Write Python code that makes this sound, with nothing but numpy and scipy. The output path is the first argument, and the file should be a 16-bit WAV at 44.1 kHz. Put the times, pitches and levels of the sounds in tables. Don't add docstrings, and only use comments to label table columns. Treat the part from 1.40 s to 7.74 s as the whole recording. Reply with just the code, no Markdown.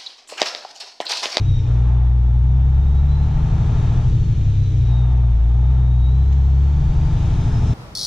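import sys
import numpy as np
from scipy import signal
from scipy.fft import rfft, irfft, next_fast_len
from scipy.io import wavfile
from scipy.ndimage import uniform_filter1d

SR = 44100
rng = np.random.default_rng(int(sys.argv[2]) if len(sys.argv) > 2 else 0)


def transcribe(u):
    v = np.clip(np.atleast_2d(u).T, -1, 1)
    q = np.round(v * 32767).astype(np.int16)
    wavfile.write(sys.argv[1], SR, q)


N = 279594
TIME = np.arange(N) / SR
PADDED = next_fast_len(N + 8192)
BIN_HZ = np.maximum(np.arange(PADDED // 2 + 1) * SR / PADDED, 1)
CYLINDERS = 6


def from_db(db):
    return 10 ** (np.asarray(db) / 20)


def rms_one(x):
    return x / np.sqrt(np.mean(x ** 2) + 1e-20)


def in_time(curve):
    return np.interp(TIME, *np.transpose(curve))


def at_hz(points, hz):
    known_hz, values = np.transpose(points)
    return np.interp(np.log(hz), np.log(known_hz), values)


def ramp(x, start, length):
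    return np.clip((x - start) / length, 0, 1)


def drift(rate_hz, step=40):
    pole = np.exp(-2 * np.pi * step * rate_hz / SR)
    noise = rng.standard_normal(N // step + 2002)
    slow = signal.lfilter([1], [1, -2 * pole, pole * pole], noise)[2000:]
    return np.interp(np.arange(N) / step, np.arange(len(slow)), rms_one(slow))


def white():
    return rng.standard_normal((2, N))


def breathy_tone(angle, spread_hz, flicker_hz=92.0):
    ears = [np.cos(angle + 2 * np.pi * np.cumsum(spread_hz * drift(200)) / SR) * drift(flicker_hz)
            for ear in range(2)]
    return rms_one(np.array(ears))


def fluttering_tone(angle):
    ears = [from_db(2.6 * drift(24)) * np.cos(angle + 0.7 * drift(30)) for ear in range(2)]
    return rms_one(np.array(ears))


# frequency in Hz, bandwidth in Hz, peak in dB.
CAB_RESONANCES = [(332.6, 12, 2.5), (420, 27, 5), (508, 15, 2.5), (562, 20, 4), (625, 41, 6), (694, 23, 5),
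                  (718.6, 29, 5.5), (780, 53, 5.5), (861, 18, 5), (909.4, 26, 5.5), (1051, 30, 4),
                  (1220, 110, 5), (1351, 22, 7.5), (1433, 14, 4.5), (1685, 24, 5), (1896, 54, 4),
                  (2260, 72, 3), (2400, 70, 3.5), (2530, 40, 3), (2680, 45, 3), (2850, 36, 4),
                  (3125, 66, 4.5), (3540, 500, 2.5), (3690, 170, 2.5), (4480, 180, 0.5), (5750, 99, 1),
                  (6520, 280, 2.5)]
CAB_DB = sum(db / (1 + (2 * (BIN_HZ - hz) / width) ** 2) for hz, width, db in CAB_RESONANCES)
# frequency in Hz, correlation before clipping to 0-1.
MIC_CORRELATION = [(30, -3), (150, 0), (300, 1.14), (500, 0.7), (800, 0.5), (1300, 0.3), (2500, 0.42),
                   (4000, 1.1), (6000, 0.07), (10000, .5)]
# frequency in Hz, left minus right in dB.
MIC_BALANCE = [(30, 2.5), (180, 3), (350, 1.5), (700, -2), (1300, 5.5), (2500, 2), (5000, 3), (9000, 1.5)]

def through_cab(pair, spectrum):
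    roll_off = (np.minimum(BIN_HZ / spectrum[0][0], 1) * np.minimum(spectrum[-1][0] / BIN_HZ, 1)) ** 4
    mid, side = rfft(pair, PADDED) * from_db(at_hz(spectrum, BIN_HZ) + CAB_DB) * roll_off
    alike = np.clip(at_hz(MIC_CORRELATION, BIN_HZ), 0, 0.999)
    sides = np.array([[1], [-1]])
    ears = np.sqrt(1 + alike) * mid + sides * np.sqrt(1 - alike) * side
    ears *= from_db(sides * at_hz(MIC_BALANCE, BIN_HZ) / 2)
    out = irfft(ears, PADDED)[:, :N]
    return out / out.mean(axis=0).std()


# lift in seconds, next press in seconds.
PEDAL_LIFTS = [(-1, 0.25), (2.5, 3.4)]

def off_throttle(onset_s, return_s):
    return sum(ramp(TIME, lift, onset_s) * (1 - ramp(TIME, press, return_s))
               for lift, press in PEDAL_LIFTS)


def level_from_law(law, revs, boost, released, push_db):
    lugging_db, revs_db, boost_db, released_db, follows = law
    return lugging_db + revs_db * revs + boost_db * boost + released_db * released + follows * push_db


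def cycle_vibration(cycles, fresh, size=4096):
    patterns = irfft(np.exp(2j * np.pi * rng.random((2, size // 2 + 1))))
    repeated = np.array([np.interp(cycles % 1 * size, np.arange(size), p) for p in patterns])
    return np.sqrt(1 - fresh) * rms_one(repeated) + np.sqrt(fresh) * white()


def firing_throb(cycles, depth_db, uneven_db):
    angle = 2 * np.pi * cycles
    return rms_one(from_db(depth_db * np.cos(CYLINDERS * angle) + uneven_db * np.cos(2 * angle)))


def engine_orders(cycles, firing_hz, orders, response_db, jitter_rad, swell_db):
    out = np.zeros(N)
    for order, level_db in orders:
        cab_db = np.interp(round(order) * firing_hz / CYLINDERS, BIN_HZ, response_db)
        angle = 2 * np.pi * (round(order) * cycles + rng.random()) + jitter_rad * drift(6.6)
        out += from_db(level_db + cab_db + swell_db * drift(2.5)) * np.cos(angle)
    return np.sqrt(2) * out


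# frequency in Hz, relative spectral density in dB.
TYRE_SPECTRUM = [(150, -2), (290, 4), (360, -4), (440, -0.5), (560, -12.5), (800, -12.5), (1200, -21.5),
                 (2000, -26.5)]

def tyres():
    return from_db(-50.5) * through_cab(white(), TYRE_SPECTRUM)


# frequency in Hz, relative spectral density in dB.
RUMBLE_SPECTRUM = [(8, -14), (15, 2.5), (24, 0.5), (36, -14), (50, -0.5), (70, -2), (115, -8.5),
                   (150, -13.5), (200, -25), (300, -48.5)]

def road_rumble(shake_db):
    return from_db(-20.5 + 0.35 * shake_db) * through_cab(white(), RUMBLE_SPECTRUM).mean(axis=0)


# time in seconds, level in dB.
LEVER_CLICKS = [(4.926, -44)]

def lever(ring_s=0.009):
    burst = sum(from_db(db) * (TIME >= s) * np.exp(-np.abs(TIME - s) / ring_s) for s, db in LEVER_CLICKS)
    spectrum = [(2000, 13), (5200, 0.5), (6000, 3), (6600, 14), (7500, -12), (11000, -18), (14000, -24)]
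    return burst * through_cab(white(), spectrum)


# frequency in Hz, relative spectral density in dB.
INTAKE_SPECTRUM = [(900, -5), (1600, -0.5), (2100, -0.5), (2500, -0.5), (3100, -1), (3900, -0.5),
                   (4300, -5.5), (5000, -7), (5900, -2), (6600, -7.5), (7500, -10.5), (8500, -19.5),
                   (10500, -26.5), (14000, -44.5)]
# time in seconds, gain in dB.
INTAKE_SWELL = [(0, 2), (2.6, -1.5), (3.2, 1), (3.9, 3), (5.4, -1.6), (5.85, 0), (6.15, -3)]
# base, then gain at full revs, per octave of boost, off throttle, per dB of push.
INTAKE_LAW = (-59.5, 7.5, 15.5, 5.5, 0.33)

def intake_air(cycles, revs, boost, spun_down, push_db):
    level_db = level_from_law(INTAKE_LAW, revs * (1 - spun_down), boost, spun_down, push_db)
    flow = white() * firing_throb(cycles, depth_db=0.45, uneven_db=0.5)
    return from_db(level_db + in_time(INTAKE_SWELL)) * through_cab(flow, INTAKE_SPECTRUM)


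# time in seconds, level in dB.
WHISTLE_LEVEL = [(0, -57), (0.17, -47), (0.32, -67), (1.3, -74), (1.47, -59), (1.53, -64), (1.58, -56),
                 (1.67, -65), (1.75, -51), (1.86, -65), (2.6, -74), (2.8, -62), (3.13, -68), (3.27, -54),
                 (3.37, -62), (3.49, -51), (3.61, -49), (3.74, -63), (3.95, -71), (4.45, -59), (4.55, -61),
                 (4.67, -50), (4.79, -61), (5.1, -70), (5.66, -61), (5.85, -69), (6.12, -58), (6.34, -54)]
# frequency in Hz, relative spectral density in dB.
RUN_DOWN_SPECTRUM = [(1900, -13.5), (2250, 1), (2430, 5.5), (2600, -4.5), (2950, -1.5), (3200, -13.5),
                     (3700, -0.5), (4300, -18)]
BOOST_SPECTRUM = [(4500, -5), (6400, 2), (8000, -5), (10500, -15), (14000, -24.5)]

def turbo(whistle_hz, spun_down):
    level_db = in_time(WHISTLE_LEVEL)
    shaft = np.pi * np.cumsum(whistle_hz + 10 * drift(45)) / SR
    whistle = from_db(level_db) * fluttering_tone(2 * shaft)
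    whistle += from_db(-67 + 3 * spun_down) * breathy_tone(2 * shaft, spread_hz=82.0)
    whine = from_db(level_db - 11) * fluttering_tone(3 * shaft)
    whine += from_db(-64) * breathy_tone(3 * shaft, spread_hz=120.0)
    whine *= off_throttle(onset_s=0.38, return_s=0.2)
    hollow_hiss = from_db(-61.5) * spun_down * through_cab(white(), RUN_DOWN_SPECTRUM)
    speed_ratio = whistle_hz / whistle_hz.max()
    high_hiss = from_db(-58 + 105 * np.log10(speed_ratio)) * through_cab(white(), BOOST_SPECTRUM)
    return (whistle + whine + hollow_hiss) * from_db([[1.0], [-1.0]]) + high_hiss


# pitch in Hz, wander in Hz, dB relative to effort, dB added at full revs.
DASH_PANELS = [(1353, 12, -18.5, 3), (1695, 10, -25, 2.5)]
# centre in seconds, half-width in seconds, peak level in dB.
DASH_FLARES = [(6.15, 0.069, -46)]
# frequency in Hz, relative spectral density in dB.
RATTLE_SPECTRUM = [(1050, -11), (1330, -2), (1450, -6), (1750, -5), (2000, -18.5)]

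def dash(effort_db, revs, flutter_db=0.5):
    panels = 0
    for hz, wander_hz, level_db, revs_db in DASH_PANELS:
        angle = 2 * np.pi * np.cumsum(hz + wander_hz * drift(5)) / SR
        buzz = breathy_tone(angle, spread_hz=8.0, flicker_hz=20.0)
        panels += from_db(effort_db + level_db + revs_db * revs + flutter_db * drift(3)) * buzz
    flare = sum(from_db(db) * np.exp(-((TIME - s) / width) ** 2) for s, width, db in DASH_FLARES)
    return panels * from_db([[2.0], [-2.0]]) + flare * through_cab(white(), RATTLE_SPECTRUM)


# multiple of the cycle rate, relative level in dB.
GROWL_HARMONICS = [(15, -13), (16, -7), (17, -12), (18, -4.5), (20, -8.5), (21, -19.5), (22, -9), (24, -17),
                   (26, -11), (27, -24.5), (28, -17.5), (30, -17.5), (32, -21.5), (36, -19.5)]
# base, then gain at full revs, per octave of boost, off throttle, per dB of push.
GROWL_DRIVE_LAW = (-41, 3.2, 4, 2.5, 1.11)
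# frequency in Hz, relative spectral density in dB.
GROWL_SPECTRUM = [(140, -12.5), (175, -0.5), (230, -4.5), (290, -6), (325, -5.5), (370, -12.5), (440, -9.5),
                  (490, -11.5), (550, -18), (800, -37.5)]

def engine_growl(cycles, firing_hz, revs, boost, released, push_db):
    drive_db = level_from_law(GROWL_DRIVE_LAW, revs, boost, released, push_db)
    tones = engine_orders(cycles, firing_hz, GROWL_HARMONICS, CAB_DB, jitter_rad=0.39, swell_db=2.5)
    tones *= from_db(drive_db - 2 - 1.1 * revs - 6.3 * released)
    rough = from_db(drive_db - 7) * through_cab(cycle_vibration(cycles, fresh=0.72), GROWL_SPECTRUM)
    return tones, rough


# frequency in Hz, relative spectral density in dB.
DRIVETRAIN_SPECTRUM = [(240, -9.5), (285, 7), (315, 8.5), (375, -23.5), (450, -2), (520, -12)]

def drivetrain(released):
    return from_db(-45.5) * released * through_cab(white(), DRIVETRAIN_SPECTRUM)


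# frequency in Hz, relative spectral density in dB.
ROAR_SPECTRUM = [(570, -18.5), (630, -4), (690, -4.5), (780, -2.5), (870, 1.5), (950, -4.5), (1050, -16)]

def load_roar(cycles, effort_db, revs, spun_down, push_db):
    vibration = cycle_vibration(cycles, fresh=0.37) * firing_throb(cycles, depth_db=2.5, uneven_db=1.0)
    level_db = effort_db - 7 + 3.5 * revs ** 2 + 0.3 * push_db - 12 * spun_down ** 2
    return from_db(level_db) * through_cab(vibration, ROAR_SPECTRUM)


# frequency in Hz, relative spectral density in dB.
CLATTER_SPECTRUM = [(300, -13.5), (450, -2.5), (540, -6.5), (700, -2), (900, 1), (1000, -3.5), (1150, -7),
                    (1300, -16), (1480, -15), (1750, -17), (2100, -15), (3000, -21), (5000, -38)]

def combustion_clatter(cycles, effort_db, revs, released):
    knocks = cycle_vibration(cycles, fresh=0.7 - 0.63 * revs)
    knocks *= firing_throb(cycles, depth_db=1.0, uneven_db=-1.0)
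    clatter = from_db(effort_db - 1 - 0.74 * revs - released) * through_cab(knocks, CLATTER_SPECTRUM)
    rattle = from_db(effort_db - 16.5 + 3.6 * revs) * through_cab(knocks, RATTLE_SPECTRUM)
    return clatter + rattle


# multiple of the cycle rate, relative level in dB.
SHAKE_HARMONICS = [(1, -6.5), (2, -7.5), (3, -4), (4, -8), (5, -8.5), (7, -14.5), (8, -9.5), (10, -6),
                   (11, -20), (13, -21), (14, -12)]
# frequency in Hz, gain in dB.
ROCKING_RESPONSE = [(20, -6.5), (28, 3), (37, -1), (42, -0.5), (48, 1), (55, 1.5), (68, 0), (88, -3.5),
                    (96, -10), (100, 5.5), (108, 0), (114, -7), (121, 1), (132, 0.5), (150, -2)]

def cab_shake(cycles, firing_hz, shake_db, top_hz=174):
    response_db = at_hz(ROCKING_RESPONSE, BIN_HZ)
    pushes = engine_orders(cycles, firing_hz, SHAKE_HARMONICS, response_db, jitter_rad=0.7, swell_db=2.0)
    return from_db(shake_db + 1) * signal.sosfilt(signal.butter(8, top_hz, fs=SR, output="sos"), pushes)


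# multiple of the cycle rate, base level in dB, then dB added
# at full revs under load, off throttle and per dB of push.
EXHAUST_HARMONICS = [(6, -13.5, -1, -10.5, 0.31), (9, -24, 2.5, 11.5, 1), (12, -21, 11, 1.5, 1.05)]
# frequency in Hz, gain in dB.
BOOM_RESPONSE = [(57, -0.3), (68, 0.4), (71, -1.2), (75, -12.5), (80, -5.5), (89, -10), (98, -3.5),
                 (108, -8.5), (113, -8), (117, -2.5), (120, 0.6), (127, -1.5), (134, -6), (146, -11),
                 (158, -21.5)]

def exhaust(cycles, firing_hz, revs, push_db, pipe_hz=67.2, pipe_width_hz=15.0, stumble_db=3.0):
    emptied = off_throttle(onset_s=0.6, return_s=0.15)
    gains = []
    for order, base_db, revs_db, released_db, follows in EXHAUST_HARMONICS:
        drive_db = base_db + revs_db * revs * (1 - emptied) + released_db * emptied + follows * push_db
        gains.append(from_db(drive_db + at_hz(BOOM_RESPONSE, round(order) * firing_hz / CYLINDERS)))
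    fundamental, fifth, octave = gains
    angle = 2 * np.pi * CYLINDERS * cycles
    lag = np.arctan(2 * (firing_hz - pipe_hz) / pipe_width_hz) + np.pi / 4
    tones = fundamental * np.cos(angle - lag)
    tones += fifth * np.sin(1.5 * (angle - lag / 2))
    tones += octave * np.cos(2 * angle) * (1 + 0.2 * drift(5.5))
    stumble = from_db(stumble_db * emptied * (drift(9.4) - 0.5))
    return np.sqrt(2) * tones * stumble


# time in seconds, firing rate in Hz.
FIRING_RATE = [(0.0, 65.8), (0.25, 59.4), (0.65, 61.6), (0.91, 60.2), (1.38, 67.5), (1.9, 72.5),
               (2.3, 78.0), (2.61, 80.3), (3.0, 71.0), (3.47, 58.8), (3.74, 62.2), (4.01, 56.4),
               (4.31, 64.0), (4.61, 61.2), (4.85, 68.0), (5.13, 67.0), (5.4, 72.2), (5.64, 72.5),
               (5.85, 76.4), (6.34, 79.5)]
# time in seconds, whistle pitch in Hz.
WHISTLE_PITCH = [(0.0, 3850), (0.13, 3785), (0.23, 3705), (0.51, 3520), (1.23, 3555), (1.47, 3740),
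                 (2.33, 4485), (2.62, 4590), (2.87, 4305), (3.05, 4150), (3.57, 3736), (3.7, 3655),
                 (4.0, 3590), (4.45, 3720), (4.67, 3828), (4.82, 3983), (5.35, 4465), (5.68, 4710),
                 (6.04, 5080), (6.34, 5300)]
# time in seconds, relative level in dB.
ENGINE_EFFORT = [(0, -45.5), (0.2, -54), (0.28, -43.5), (0.48, -41), (0.8, -47.5), (1.6, -45), (2.1, -40.5),
                 (2.6, -40), (2.75, -49.5), (3.4, -54), (3.46, -46.5), (3.52, -41.5), (3.66, -42.5),
                 (3.98, -47.5), (4.27, -44), (4.58, -47), (5.25, -46.5), (5.6, -42), (6.34, -41)]
SHAKE_LEVEL = [(0, -30.5), (0.12, -22), (0.3, -31), (0.8, -33.5), (1.2, -33), (1.4, -21), (1.7, -24),
               (1.92, -21), (2.5, -20), (2.85, -19), (3.3, -24.5), (3.7, -28.5), (4.05, -31), (4.4, -34.5),
               (4.9, -31.5), (5.25, -31.5), (5.45, -17.5), (6.34, -22)]

def scene(lugging_hz=61.3, wound_up_hz=79.5):
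    firing_hz, whistle_hz = in_time(FIRING_RATE), in_time(WHISTLE_PITCH)
    effort_db, shake_db = in_time(ENGINE_EFFORT), in_time(SHAKE_LEVEL)
    released = off_throttle(onset_s=0.24, return_s=0.15)
    spun_down = off_throttle(onset_s=0.56, return_s=0.35)
    cycles = np.cumsum(firing_hz) / SR / CYLINDERS
    revs = ramp(firing_hz, lugging_hz, wound_up_hz - lugging_hz)
    boost = np.log2(whistle_hz / 3700)
    steady_db = -46.5 + 4 * revs
    push_db = np.maximum(effort_db - steady_db, 0.5)

    boom = exhaust(cycles, firing_hz, revs, push_db) + cab_shake(cycles, firing_hz, shake_db)
    growl_tones, growl = engine_growl(cycles, firing_hz, revs, boost, released, push_db)
    growl += drivetrain(released)
    clatter = combustion_clatter(cycles, effort_db, revs, released)
    roar = load_roar(cycles, effort_db, revs, spun_down, push_db)
    buzz = dash(effort_db, revs)
    air = intake_air(cycles, revs, boost, spun_down, push_db)
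    bass = (boom + growl_tones + road_rumble(shake_db)) * from_db([[0.6], [-0.6]])
    return bass + growl + clatter + roar + buzz + air + tyres() + turbo(whistle_hz, spun_down) + lever()


def record(dry, threshold=0.41, release_db_per_s=100.5, split_hz=230.0, treble_share=0.3, stop_hz=14500):
    over_db = np.maximum(20 * np.log10(np.abs(dry).max(axis=0) / threshold + 1e-9), 0)
    held_db = np.maximum.accumulate(over_db + release_db_per_s * TIME) - release_db_per_s * TIME
    held_db = uniform_filter1d(uniform_filter1d(held_db, size=200), size=200)
    bass = signal.sosfiltfilt(signal.butter(2, split_hz, fs=SR, output="sos"), dry)
    limited = bass * from_db(-held_db) + (dry - bass) * from_db(-treble_share * held_db)
    fade = np.sin(np.pi / 2 * ramp(np.minimum(TIME, TIME[::-1]), 0, 0.004)) ** 2
    return signal.sosfilt(signal.cheby2(12, 70, stop_hz, fs=SR, output="sos"), fade * limited)


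dry = scene()
out = record(dry)
transcribe(out)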